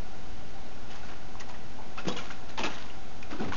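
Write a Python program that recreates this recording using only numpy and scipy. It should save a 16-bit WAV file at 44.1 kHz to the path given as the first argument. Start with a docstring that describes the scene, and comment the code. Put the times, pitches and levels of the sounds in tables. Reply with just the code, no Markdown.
"""Room hiss and a refrigerator's hum come first; then a rubber plunger is worked in a steel sink of water.
Splashes are clouds of small bubbles: random clicks ringing resonators, brighter or duller each time.
Single bubbles plink as dying sines of gliding pitch; gulps of air under the cup are clouds of large bubbles.
The steel basin rings along, the kitchen echoes, and a small microphone cuts the top."""
import sys
import numpy as np
from scipy import signal
from scipy.fft import rfft, irfft, next_fast_len
from scipy.io import wavfile

SR = 44100
rng = np.random.default_rng(int(sys.argv[2]) if len(sys.argv) > 2 else 0)


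def file_out(sig):
    """Save sig as 16-bit WAV at sys.argv[1]."""
    # one column per channel
    cols = np.atleast_2d(sig).T
    # limit, then scale
    lim = np.clip(cols, -1, 1)
    pcm = np.round(lim * 32767).astype(np.int16)
    wavfile.write(sys.argv[1], SR, pcm)


N = 156996


def from_db(db):
    """dB to amplitude gain; from_db(2 * db) is the power gain."""
    return 10 ** (np.asarray(db) / 20)


def rms_one(x):
    """Scale to rms 1."""
    return x / np.sqrt(np.mean(x ** 2) + 1e-20)


def at_hz(points, hz):
    """Read a spectrum table on a log-frequency axis."""
    table_hz, table_db = np.array(points).T
    return np.interp(np.log(hz), np.log(table_hz), table_db)


def resonance(x, hz, width_hz):
    """Two-pole band-pass, gain 1 on top."""
    r = np.exp(-np.pi * width_hz / SR)
    numerator = np.array([1, 0, -1]) * (1 - r * r) / 2
    return signal.lfilter(numerator, [1, -2 * r * np.cos(2 * np.pi * hz / SR), r * r], x)


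def low_pass(x, hz):
    """Second-order Butterworth low-pass."""
    return signal.sosfilt(signal.butter(2, hz, fs=SR, output="sos"), x)


def flutter(rate_hz, size):
    """Low-passed noise of rms 1, for irregular level changes."""
    return rms_one(low_pass(rng.standard_normal(size), rate_hz))


def evened(colour_db):
    """Shift each dB pattern so that its mean power is 1."""
    mean_power = np.mean(from_db(2 * colour_db), axis=-1, keepdims=True)
    return colour_db - 10 * np.log10(mean_power)


# Broad room noise. Each row: frequency in Hz, relative density in dB per Hz.
ROOM_SPECTRUM = [(7.1, -27.5), (12, -11), (18, -12.5), (27, -34.5), (56, -30.5), (81, -40), (115, -28),
                 (146, -32), (217, -30), (389, -34), (481, -36), (756, -34), (1130, -40), (2850, -44.5),
                 (6850, -51), (8900, -81.5), (15100, -120)]
ROOM_DB = -45.5
# Humps of the appliance noise. 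Each row: centre in Hz, width in Hz, rms level in dB.
APPLIANCE_HUMPS = [(24.2, 10, -61), (44.2, 11, -54.5), (76, 9.8, -60.5), (760, 60, -57), (634, 90, -63.5),
                   (390, 23, -66), (1420, 160, -63)]


def room_noise():
    """Broad hiss and rumble from shaped noise, plus humps of noise through two resonances each."""
    size = next_fast_len(N)
    hz = np.maximum(np.arange(size // 2 + 1) * SR / size, 1)
    gain = from_db(at_hz(ROOM_SPECTRUM, hz)) * (hz > 5)
    broad = irfft(rfft(rng.standard_normal(size)) * gain, size)[:N]
    out = from_db(ROOM_DB) * rms_one(broad)
    white = rng.standard_normal(N + SR)
    for centre_hz, width_hz, db in APPLIANCE_HUMPS:
        hump = resonance(resonance(white, centre_hz, width_hz), centre_hz, width_hz)
        out += from_db(db) * rms_one(hump[SR:])  # skip the onset
    return out


# Refrigerator tones. Each row: frequency in Hz, rms level in dB before waver.
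HUM_TONES = [(60, -57.5), (96, -62.5), (120.5, -61.5), (180, -64), (224, -59), (269, -65.5), (314, -64.5),
             (359, -70), (448, -66)]
MAX_WAVER_HZ, WAVER_DB = 3.7, 1.5


def refrigerator():
    """Steady tones, each wavering in level at its own slow rate."""
    t = np.arange(N) / SR
    out = np.zeros(N)
    for hz, db in HUM_TONES:
        rate, waver_phase, tone_phase = rng.uniform(0, 1, 3)
        waver_db = WAVER_DB * np.sin(2 * np.pi * (MAX_WAVER_HZ * rate * t + waver_phase))
        tone = np.sin(2 * np.pi * (hz * t + tone_phase))
        out += np.sqrt(2) * from_db(db + waver_db) * tone
    return out


def envelopes(rows):
    """Power envelopes on a 1 ms grid: linear amplitude rise, hold, exponential release."""
    t = np.arange(0, N / SR + .001, .001)
    start, db, _, rise, hold, t60 = np.transpose(rows)[:, :, None]
    attack = np.clip((t - start) / rise, 0, 1)
    release_s = np.maximum(t - start - rise - hold, 0)
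    return t, (attack * from_db(db - 60 * release_s / t60)) ** 2


SIZE_SPREAD_DB = 2
CLUMP_DB, CLUMP_HZ = 2.5, 300


def bubble_cloud(rows, pitches_hz, colour_db, per_s, cycles):
    """Random collapses dealt to bubble sizes; each size rings for `cycles` periods (to -60 dB)."""
    t, power = envelopes(rows)
    sizes_db = SIZE_SPREAD_DB * np.minimum(rng.exponential(1, N), 4)
    sizes = from_db(sizes_db) * rng.choice([-1, 1], N)
    clumping = from_db(CLUMP_DB * flutter(CLUMP_HZ, N))
    clicks = rms_one(sizes * clumping * (rng.random(N) < per_s / SR))
    dealt = rng.integers(0, len(pitches_hz), N)
    out = np.zeros(N)
    for k, hz in enumerate(pitches_hz):
        size_power = from_db(2 * colour_db[:, k]) @ power
        level = np.interp(np.arange(N) / SR, t, np.sqrt(size_power))
        width_hz = 2.2 * hz / cycles
        struck = clicks * (dealt == k) * level + 1e-18  # avoids denormals
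        out += np.sqrt(SR / np.pi / width_hz) * resonance(struck, hz, width_hz)
    return out


# Each row: start in seconds, level in dB, tilt in dB per octave, rise in s, hold in s, t60 in s.
SPLASH_EVENTS = [(0.88, -54, 1, 0.037, .01, .2), (0.899, -47.5, 0.5, .005, 0.017, .2),
                 (0.94, -50.5, 1.5, .005, 0.014, 0.62), (1.038, -52.5, 1, .01, 0.017, .2),
                 (1.077, -49, -3, 0.013, 0.031, 0.28), (1.396, -43, 12, .003, .008, 0.054),
                 (1.403, -46, -2, .003, .01, .08), (1.482, -45.5, 4, 0.0095, .005, 0.079),
                 (1.537, -50, -4.5, .003, .008, .08), (1.973, -42.5, -1.5, .002, 0.026, 0.11),
                 (2.05, -44, -2.5, .003, 0.017, .2), (2.067, -35.5, 4.5, 0.012, 0.014, 0.1),
                 (2.113, -41, 1.5, .004, .012, 0.14), (2.164, -40, 3, 0.0028, 0.02, 0.21),
                 (2.21, -48, 0.5, 0.0063, 0.022, 0.98), (2.305, -42, 1, .002, 0.0061, .07),
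                 (2.482, -48.5, 2, .004, 0.014, 0.21), (2.575, -35.5, -0.5, .002, 0.013, 0.29),
                 (2.633, -32.5, 0, .002, .01, 0.12), (2.647, -33.5, 1, .005, 0.013, 0.13),
                 (2.69, -43.5, 0, 0.0087, 0.037, 0.93), (2.733, -50, 5, .002, .006, .1),
                 (3.224, -47.5, 5, .002, 0.0025, .04), (3.295, -43, -2.5, 0.02, .02, 0.24),
                 (3.378, -44, -3, .022, 0.045, 0.27), (3.477, -45.5, -4, .005, 0.015, 0.14),
                 (3.519, -42.5, -1.5, 0.0035, .05, .2), (3.53, -45, 0, .015, 0.034, .2)]
# Colour common to all splashes. Each row: frequency in Hz, relative density in dB per Hz.
SPLASH_SPECTRUM = [(290, -33), (500, -7), (954, -1), (2010, -6), (2470, -5), (3220, -7.5), (3470, -6),
                   (3790, -18), (6850, -16.5), (8900, -50), (15100, -120)]
SPRAY_PER_S, SPRAY_CYCLES = 5000, 7.3


def splashes():
    """Fine bubbles and spray, brighter or duller from splash to splash."""
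    hz = np.geomspace(550, 6800, num=20)
    band_db = at_hz(SPLASH_SPECTRUM, hz) + 10 * np.log10(hz)  # bands widen with pitch
    tilt_db = np.outer(np.array(SPLASH_EVENTS)[:, 2], np.log2(hz / 2000))
    return bubble_cloud(SPLASH_EVENTS, hz, evened(band_db + tilt_db), SPRAY_PER_S, SPRAY_CYCLES)


# Each row: resonance in Hz, width in Hz, gain in dB.
BASIN_MODES = [(320, 13, -6.5), (765, 23, -1), (1040, 40, -13.5), (2600, 46, -9.5)]


def basin(churn):
    """The steel basin rings along at its resonances."""
    return sum(from_db(db) * resonance(churn, hz, width_hz) for hz, width_hz, db in BASIN_MODES)


KITCHEN_T60_S, WALL_CUT_HZ, KITCHEN_DB = 0.26, 3500, -15.5


def kitchen(x):
    """Eight feedback delays of alternating sign, duller on every round."""
    size = next_fast_len(N + SR)
    w = 2 * np.pi * np.arange(size // 2 + 1) / size
    dull = 1 / (1 + 1j * w * SR / (2 * np.pi * WALL_CUT_HZ))
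    delays_s = [.0071, .0097, .0131, .0167, .0203, .0239, .0283, .0331]
    response = 0
    for k, delay_s in enumerate(delays_s):
        loop = from_db(-60 * delay_s / KITCHEN_T60_S) * dull * np.exp(-1j * w * delay_s * SR)
        response = response + (-1) ** k * loop / (1 - loop)
    return from_db(KITCHEN_DB) * irfft(rfft(x, size) * response, size)[:N]


# Each row: start in seconds, level in dB, starting pitch in Hz, t60 in s,
# climb as a fraction of the pitch per cycle at first (negative falls).
BUBBLE_EVENTS = [(0.905, -45, 2940, .05, 0), (1.032, -45, 1420, 0.15, 0.005),
                 (1.42, -43, 1200, 0.035, -0.0099), (1.806, -41, 926, 0.038, 0),
                 (1.354, -35, 1037, 0.023, 0.0018), (1.409, -37, 1980, 0.04, -0.0059),
                 (1.402, -45, 4680, .03, -0.0075), (1.496, -46, 4300, .02, 0),
                 (1.496, -40, 963, .05, 0.0061), (1.547, -40.5, 2020, 0.034, -0.0083),
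                 (1.788, -37, 829, .07, 0.013), (1.979, -31.5, 1164, 0.099, .03),
                 (1.983, -35.5, 2600, 0.069, -0.0016), (2.068, -22, 333, .09, -0.00026),
                 (2.071, -22.5, 180, 0.13, .01), (2.082, -26, 484, 0.07, 0.0044),
                 (2.086, -29.5, 3190, 0.069, 0.0069), (2.087, -37, 5040, .025, 0),
                 (2.088, -35.5, 1032, 0.068, 0.011), (2.103, -34.5, 1080, 0.075, 0.0091),
                 (2.106, -30, 203, 0.13, 0.071), (2.119, -36, 3500, 0.05, 0.014),
                 (2.158, -35.5, 482, 0.18, 0), (2.163, -36, 1040, .07, -0.0049),
                 (2.164, -34.5, 3320, 0.047, -0.0024), (2.175, -35, 2800, .06, 0.0051),
                 (2.188, -36, 1405, 0.1, -0.0064), (2.189, -33.5, 2280, .05, 0.0064),
                 (2.209, -34, 1040, 0.041, .003), (2.303, -33, 1220, 0.053, .05),
                 (2.307, -40, 1900, .03, 0.027), (2.31, -43, 2800, 0.023, -0.0064),
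                 (2.318, -47, 5580, .02, 0), (2.316, -49, 1040, 0.03, 0.025), (2.494, -44, 4100, .03, 0),
                 (2.581, -35.5, 3170, 0.1, -0.0025), (2.587, -30.5, 845, 0.091, 0.019),
                 (2.593, -33, 352, .08, 0.02), (2.601, -31, 232, 0.15, 0.013),
                 (2.614, -36, 760, .05, 0.034), (2.635, -24, 2400, 0.037, 0.015),
                 (2.637, -37, 5600, .025, 0), (2.638, -31.5, 560, .08, 0.022),
                 (2.642, -27.5, 332, 0.13, -0.0058), (2.645, -38.5, 172, 0.24, 0.028),
                 (2.647, -28, 960, .05, 0.0049), (2.657, -30, 3700, 0.036, 0.004),
                 (2.662, -36, 1370, 0.058, 0.01), (2.668, -38, 2450, .04, 0.0052),
                 (2.672, -30.5, 916, 0.046, -0.013), (2.689, -38, 1800, .04, -0.058),
                 (2.845, -42.5, 1040, 0.038, -0.0058), (2.9, -37, 2690, 0.042, 0.009),
                 (3.229, -46.5, 5600, .02, -0.0026), (3.229, -32, 2420, 0.023, .002),
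                 (3.325, -25.5, 304, .07, 0), (3.333, -33.5, 1270, 0.037, 0.0072),
                 (3.347, -32.5, 303, 0.089, 0), (3.387, -32.5, 345, 0.087, 0.02),
                 (3.396, -36.5, 1443, 0.077, 0.0027), (3.402, -34, 724, 0.086, 0.0049),
                 (3.406, -23.5, 214, 0.14, -0.0049), (3.41, -28.5, 320, 0.074, 0.059),
                 (3.417, -35, 765, 0.14, 0.0015), (3.439, -30.5, 287, 0.09, 0.013),
                 (3.445, -36.5, 1230, 0.049, 0.0043), (3.446, -42, 1890, 0.037, 0.026),
                 (3.467, -35, 159, 0.13, 0.0065), (3.477, -32.5, 390, 0.07, .01),
                 (3.486, -31.5, 94, 0.18, -0.0085), (3.485, -31, 267, 0.088, 0.0034),
                 (3.521, -32, 970, 0.041, .003), (3.522, -29, 1495, 0.031, 0), (3.532, -35, 2270, 0.026, 0),
                 (3.534, -28.5, 1087, 0.03, 0.0037)]
ATTACK_CYCLES, CLIMB_CYCLES = 0.87, 8
WOBBLE, WOBBLE_HZ = .3, 200  # full depth from 1 kHz up


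def bubbles():
    """Each bubble is a dying, unsteady sine whose pitch glides over its first cycles, then settles."""
    out = np.zeros(N + SR)
    t = np.arange(SR // 4) / SR
    for start_s, db, hz, t60, climb in BUBBLE_EVENTS:
        cycles = hz * t
        settling = CLIMB_CYCLES * (1 - np.exp(-cycles / CLIMB_CYCLES))
        gained = climb * CLIMB_CYCLES * (cycles - settling)
        wobble = 1 + WOBBLE * np.minimum(hz / 1000, 1) * flutter(WOBBLE_HZ, len(t))
        envelope = from_db(db - 60 * t / t60) * np.minimum(cycles / ATTACK_CYCLES, 1)
        i = int(start_s * SR)
        out[i:i + len(t)] += envelope * wobble * np.sin(2 * np.pi * (cycles + gained))
    return out[:N]


# Each row: start in seconds, level in dB, centre in Hz, rise in s, hold in s, t60 in s.
GULP_EVENTS = [(2.04, -42, 300, 0.0044, .012, .1), (2.074, -35.5, 300, .01, 0.03, 0.08),
               (2.122, -58, 283, 0.0035, .015, .15), (2.167, -49.5, 222, .005, 0.018, 0.18),
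               (2.588, -40, 450, .008, 0.041, 0.17), (2.644, -40, 350, 0.0062, 0.027, 0.18),
               (3.305, -47, 232, .01, 0.016, 0.13), (3.385, -40.5, 300, 0.011, 0.094, .2),
               (3.427, -48, 80, 0.011, .03, .2), (3.504, -52, 280, .005, 0.014, 0.28),
               (3.548, -45, 154, .008, .02, .1)]
GULP_PER_S, GULP_CYCLES, GULP_WIDTH_OCT, GULP_TOP_HZ = 1500, 8, 0.87, 704


def gulps():
    """Large air pockets, sizes spread round the centre pitch of each gulp, muffled by the water."""
    hz = np.geomspace(70, 800, num=12)
    octaves_off = np.log2(hz / np.array(GULP_EVENTS)[:, 2:3])
    colour_db = -6 * (octaves_off / GULP_WIDTH_OCT) ** 2
    cloud = bubble_cloud(GULP_EVENTS, hz, evened(colour_db), GULP_PER_S, GULP_CYCLES)
    return low_pass(cloud, GULP_TOP_HZ)


def scene():
    """Water in the sink with its room, over the background."""
    background = room_noise() + refrigerator()
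    churn = splashes() + gulps()
    water = churn + basin(churn) + bubbles()
    return (background + water + kitchen(water))[None, :]


OFFSET, STOPBAND_HZ = -.0688, 7180  # offset as a fraction of full scale


def record(dry):
    """The top is cut steeply, 70 dB down; the converter sits on a constant offset."""
    steep_cut = signal.cheby2(30, 70, STOPBAND_HZ, fs=SR, output="sos")
    return OFFSET + signal.sosfilt(steep_cut, dry)


dry = scene()
out = record(dry)
file_out(out)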